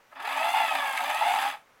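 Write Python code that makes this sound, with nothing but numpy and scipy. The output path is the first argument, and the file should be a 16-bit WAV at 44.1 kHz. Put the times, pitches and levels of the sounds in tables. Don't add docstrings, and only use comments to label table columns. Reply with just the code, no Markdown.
import sys
import numpy as np
from scipy import signal
from scipy.fft import rfft, irfft, next_fast_len
from scipy.io import wavfile
from scipy.ndimage import uniform_filter1d

SR = 44100
rng = np.random.default_rng(int(sys.argv[2]) if len(sys.argv) > 2 else 0)


def boost(x):
    u = np.asarray(x, float) / 20
    return 10 ** u


def transcribe(signal):
    frames = np.atleast_2d(signal).T
    limited = np.clip(frames, -1, 1)
    pcm = np.round(limited * 32767).astype(np.int16)
    wavfile.write(sys.argv[1], SR, pcm)


N = 79380


def rms_one(x):
    return x / np.sqrt(np.mean(x ** 2) + 1e-20)


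def curve(rows, column=1):
    rows = np.array(rows)
    return np.interp(np.arange(N) / SR, rows[:, 0], rows[:, column])


def level(rows, column=1):
    t = np.arange(N) / SR
    fade_in = np.clip((t - rows[0][0]) / 0.01, 0, 1)
    fade_out = np.clip((rows[-1][0] + 0.04 - t) / 0.04, 0, 1)
    return boost(curve(rows, column)) * fade_in * fade_out


def colour(x, spectrum, peaks=()):
    size = 2 * next_fast_len(N // 2 + 4096)
    hz = np.maximum(np.arange(size // 2 + 1) * SR / size, 1)
    spectrum = np.array(spectrum)
    db = np.interp(np.log(hz), np.log(spectrum[:, 0]), spectrum[:, 1])
    for peak_hz, width, boost_db in peaks:
        db = db + boost_db / (1 + (2 * (hz - peak_hz) / width) ** 2)
    cepstrum = irfft(np.maximum(db, -90) * np.log(10) / 20, size)
    cepstrum[1:size // 2] *= 2
    cepstrum[size // 2 + 1:] = 0
    return irfft(rfft(x, size) * np.exp(rfft(cepstrum)), size)[:N]


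def modes(x, table):
    out = 0
    for k, (hz, width, db) in enumerate(table):
        r = np.exp(-np.pi * width / SR)
        poles = [1, -2 * r * np.cos(2 * np.pi * hz / SR), r * r]
        ring = signal.lfilter([1 - r, 0, r - 1], poles, x + 1e-18)
        out = out + (-1) ** k * boost(db) * ring
    return out


# (f/Hz, level/dB per Hz)
ROOM_COLOUR = [(20, -15), (40, -20), (80, -19.5), (130, -16), (330, -16.5), (500, -10.5), (700, -11),
               (1320, -10.5), (2200, -15), (4000, -25.5), (6000, -27), (9000, -33), (13000, -34),
               (15900, -32)]


def room_tone():
    return boost(-61) * rms_one(colour(rng.standard_normal(N), ROOM_COLOUR))


def room_echo(x):
    T60_S, ECHO_DB = 0.23, -16
    t = np.arange(SR // 2) / SR
    dull_noise = signal.lfilter([1], [1, -0.6], rng.standard_normal(len(t)))
    tail = dull_noise * boost(-60 * t / T60_S) * (t > 0.004)
    return boost(ECHO_DB) * signal.fftconvolve(x, tail / np.sqrt(np.sum(tail ** 2)))[:N]


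# (start t/s, end t/s, start f/Hz, end f/Hz, level/dB)
WHISTLES = [(0.0, .075, 13420, 13560, -87), (.075, .125, 13560, 14000, -83), (1.53, 1.63, 8850, 9350, -83),
            (1.69, 1.82, 9680, 10260, -86)]


def charger():
    t, out = np.arange(N) / SR, 0
    for start, end, start_hz, end_hz, db in WHISTLES:
        share = np.clip((t - start) / (end - start), 0, 1)
        hz = start_hz + (end_hz - start_hz) * share
        on = np.clip(np.minimum(t - start, end - t) / 0.004 + 0.5, 0, 1)
        out = out + np.sqrt(2) * boost(db) * on * np.sin(2 * np.pi * np.cumsum(hz) / SR)
    return out


# (t/s, mesh rate f/Hz)
MOTOR = [(.1, 165), (.17, 275), (.28, 495), (.37, 615), (.45, 678), (.56, 705), (.65, 670), (.76, 610),
         (.8, 572), (.97, 525), (1.0, 530), (1.07, 595), (1.17, 628), (1.26, 700), (1.31, 725), (1.4, 772),
         (1.49, 826), (1.55, 840), (1.62, 760)]


def teeth_passed():
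    return np.cumsum(curve(MOTOR)) / SR


def pinion_turns():
    return teeth_passed() / 10


def rattle(depth, sharp=1.18):
    LATENESS_TURNS, SPREAD_DB = 0.16, 2
    turns = pinion_turns()
    draw = rng.standard_normal((400, 2))
    turns = turns + LATENESS_TURNS * np.interp(turns, np.arange(400), draw[:, 0])
    strength = boost(SPREAD_DB * draw[turns.astype(int) % 400, 1])
    burst = np.exp(-sharp * (turns % 1)) * strength
    depth = np.clip(depth, 0, 1)
    return 1 - depth + depth * rms_one(uniform_filter1d(burst, size=60))


# (f/Hz, width f/Hz, boost level/dB)
HISS = [(2650, -31), (4500, -1), (5410, -12.5), (6100, -5.5), (6640, -10.5), (7810, -6.5), (10500, -6),
        (15800, -9)]
HISS_PEAKS = [(6280, 54, 13), (7130, 130, 9.6), (7900, 200, 7.1), (8600, 91, 3.8), (9700, 290, 2.6),
              (10620, 430, 5.8), (11300, 260, 4), (12300, 200, 1.8)]
# (t/s, level/dB)
TREBLE = [(0.1, -75), (0.19, -71), (0.2, -61), (0.288, -50), (0.534, -43.5), (0.806, -47), (1.24, -45.5),
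          (1.278, -42.5), (1.49, -45.5), (1.6, -71.5)]


def treble():
    scrape = rng.standard_normal(N) * rattle(0.27, sharp=3.5)
    return rms_one(colour(scrape, HISS, HISS_PEAKS)) * level(TREBLE)


# (t/s, level/dB before the scuff and click gains, treble level/dB)
KNOCKS = [(0.1154, -44, -70), (0.1516, -56, -60), (0.2004, -28, -54), (0.2234, -40, -50),
          (0.2506, -26, -48), (0.2723, -19.5, -43), (0.3234, -19, -42), (0.372, -27, -37.5),
          (0.3992, -36, -43), (0.4444, -44, -37), (0.6634, -21, -47), (0.7503, -13.5, -35),
          (0.7794, -32, -54), (0.7954, -32, -47), (0.9233, -26, -39), (0.9734, -6.5, -33),
          (1.0044, -19.5, -44), (1.038, -21, -38), (1.0996, -15, -32.5), (1.146, -26, -33.5),
          (1.3584, -16, -62), (1.4217, -29, -34.5)]
# (f/Hz, width f/Hz, level/dB)
KNOCK_MODES = [(1270, 200, -8), (1600, 250, -3), (1890, 200, 0), (2200, 250, -2), (2550, 250, -5),
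               (3946, 120, -6)]


def knocks():
    RISE_S, FALL_S = 0.001, 0.0045
    SCUFF_DB, CLICK_DB = 6.5, 10.5
    t, strike, treble_gain = np.arange(N) / SR, np.zeros(N), np.zeros(N)
    scuff_noise, tick_noise = rng.standard_normal((2, N))
    for s, db, treble_db in KNOCKS:
        age = np.maximum(t - s, 0)
        shape = (1 - np.exp(-age / RISE_S)) * np.exp(-age / FALL_S)
        strike = strike + boost(db + SCUFF_DB) * shape * scuff_noise
        strike[int((s + RISE_S) * SR)] += boost(db + CLICK_DB)
        treble_gain = treble_gain + boost(treble_db) * shape
    no_bass = signal.butter(2, 700, "high", fs=SR, output="sos")
    ring = signal.sosfilt(no_bass, modes(strike, KNOCK_MODES))
    return ring + treble_gain * rms_one(colour(tick_noise, HISS, HISS_PEAKS))


# (start t/s, length t/s, level/dB)
DRONE = [(0.13, 0.018, -56), (.151, 0.051, -67), (0.194, 0.025, -41.5), (0.234, 0.025, -39.5),
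         (.273, 0.0064, -26.5), (0.292, 0.02, -34.5), (0.354, 0.013, -31), (0.368, 0.014, -26),
         (0.398, 0.024, -28.5), (0.439, .067, -27), (0.537, .012, -19), (0.554, 0.032, -24),
         (0.593, 0.029, -23.5), (0.631, 0.023, -27), (.71, 0.015, -24.5), (0.722, 0.014, -40),
         (0.743, 0.019, -27), (0.782, 0.018, -31.5), (0.824, 0.037, -31), (0.87, 0.049, -34.5),
         (0.935, 0.031, -32), (0.994, 0.019, -29), (1.03, 0.016, -30), (1.073, 0.011, -31),
         (1.088, 0.034, -28), (1.14, 0.024, -28), (1.21, 0.028, -21), (1.247, 0.074, -25.5),
         (1.334, 0.0061, -23), (1.347, 0.042, -27), (1.419, 0.072, -37), (1.535, 0.028, -44.5)]


def spells():
    RISE_S, FALL_S = 0.0022, 0.0032
    t, gain, gate = np.arange(N) / SR, np.zeros(N), np.zeros(N)
    for s, length, db in DRONE:
        rise = 1 - np.exp(-np.maximum(t - s, 0) / RISE_S)
        fall = np.exp(-np.maximum(t - s - length, 0) / FALL_S)
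        gain = np.maximum(gain, boost(db) * rise * fall)
        gate = np.maximum(gate, rise * fall)
    return gain, gate


def thuds():
    JITTER_TURNS, SPREAD_DB = 0.02, 2.5
    turns, draw, out = pinion_turns(), rng.standard_normal((400, 2)), np.zeros(N)
    k = np.arange(1, int(turns[-1]))
    places = np.interp(k + JITTER_TURNS * draw[k, 0], turns, np.arange(N)).astype(int)
    out[places] = boost(SPREAD_DB * draw[k, 1])
    return rms_one(out)


# (f/Hz, width f/Hz, level/dB)
DRONE_MODES = [(795, 88, -1), (887, 67.5, 2), (930, 45.7, -3)]
# (t/s, level/dB)
MESH_TONE = [(.18, -73), (.22, -59), (.28, -54), (.37, -40), (.45, -31.5), (.56, -40), (.65, -33),
             (.75, -40), (.8, -49.5), (.97, -57), (1.07, -41.5), (1.17, -38), (1.28, -31), (1.4, -31),
             (1.47, -28.5), (1.52, -49), (1.58, -55)]


def drone():
    THUD_DB, SLACK_DB = 5, -10
    gain, gate = spells()
    push = rng.standard_normal(N) * rattle(0.25) + boost(THUD_DB) * thuds()
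    narrow = signal.butter(2, [680, 1020], "band", fs=SR, output="sos")
    hum = signal.sosfilt(narrow, modes(push, DRONE_MODES))
    hum = hum / np.sqrt(uniform_filter1d(hum ** 2, size=330) + 1e-12)
    wide = signal.butter(2, [500, 1500], "band", fs=SR, output="sos")
    hum = signal.sosfilt(wide, hum * gain)
    tone = np.sqrt(2) * np.sin(2 * np.pi * teeth_passed()) * level(MESH_TONE)
    return hum + tone * uniform_filter1d(gate + boost(SLACK_DB) * (1 - gate), size=130)


# (multiple of the mesh rate, level/dB)
OVERTONES = [(2.0, 0), (3.0, 3), (4.0, 4), (5.0, 1), (6.0, 0.5)]


def whine():
    WAVER_CYCLES = 0.065
    count = teeth_passed()
    draw = rng.standard_normal(2000)
    waver = WAVER_CYCLES * np.interp(count / 4, np.arange(2000), draw)
    phase = 2 * np.pi * (count + waver)
    out = 0
    for multiple, db in OVERTONES:
        out = out + boost(db) * np.sin(np.round(multiple) * phase + rng.uniform(0, 2 * np.pi))
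    return out * rattle(0.55)


# (f/Hz, width f/Hz, boost level/dB)
SHELL = [(100, -46), (200, -33), (280, -28), (490, -31.5), (640, -7), (810, -8), (1010, -6), (1280, -7),
         (1420, -13), (1690, -10.5), (2640, -10), (4000, -23.5), (5100, -27), (5500, -36.5), (7000, -65)]
SHELL_PEAKS = [(274.1, 32, 15.5), (1276, 58, 5), (1687, 110, 7.5), (2554, 97, 3.5), (3480, 256, 8.5),
               (4010, 130, 5.5), (4160, 190, -6.5), (4900, 400, 4.5)]
# (t/s, level/dB)
WHINE = [(.1, -22.5), (.25, -6), (.33, -4.5), (.55, 0), (.75, -4.5), (.9, -2), (1.0, -9), (1.15, -4),
         (1.3, -1.5), (1.4, -12), (1.62, -22)]
# (t/s, level/dB)
GEARS = [(0.1, -78), (0.132, -42), (0.142, -52), (0.166, -41), (0.324, -33), (0.502, -31), (0.518, -34.5),
         (0.582, -28.5), (0.594, -30), (0.894, -33), (0.966, -32.5), (0.98, -33.5), (0.992, -32.5),
         (1.006, -32.5), (1.466, -29.5), (1.534, -35), (1.59, -58.5), (1.62, -79)]


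def gears():
    GRIND_DB = -1.5
    DULL_AT_HZ, BRIGHT_AT_HZ, DULL_CUT_HZ = 92, 446, 1950
    grind = rng.standard_normal(N) * rattle(0.74)
    drive = boost(curve(WHINE)) * rms_one(colour(whine(), SHELL, SHELL_PEAKS))
    drive = drive + boost(GRIND_DB) * rms_one(colour(grind, SHELL, SHELL_PEAKS))
    bright = np.clip((curve(MOTOR) - DULL_AT_HZ) / (BRIGHT_AT_HZ - DULL_AT_HZ), 0, 1)
    dull = signal.sosfilt(signal.butter(2, DULL_CUT_HZ, fs=SR, output="sos"), drive)
    return (bright * drive + (1 - bright) * dull) * level(GEARS)


def scene():
    camera = treble() + knocks() + drone() + gears()
    return (room_tone() + charger() + camera + room_echo(camera))[None]


def roll_off(x):
    return signal.sosfilt(signal.butter(12, 15950, fs=SR, output="sos"), x)


def record(dry):
    return roll_off(dry)


dry = scene()
out = record(dry)
transcribe(out)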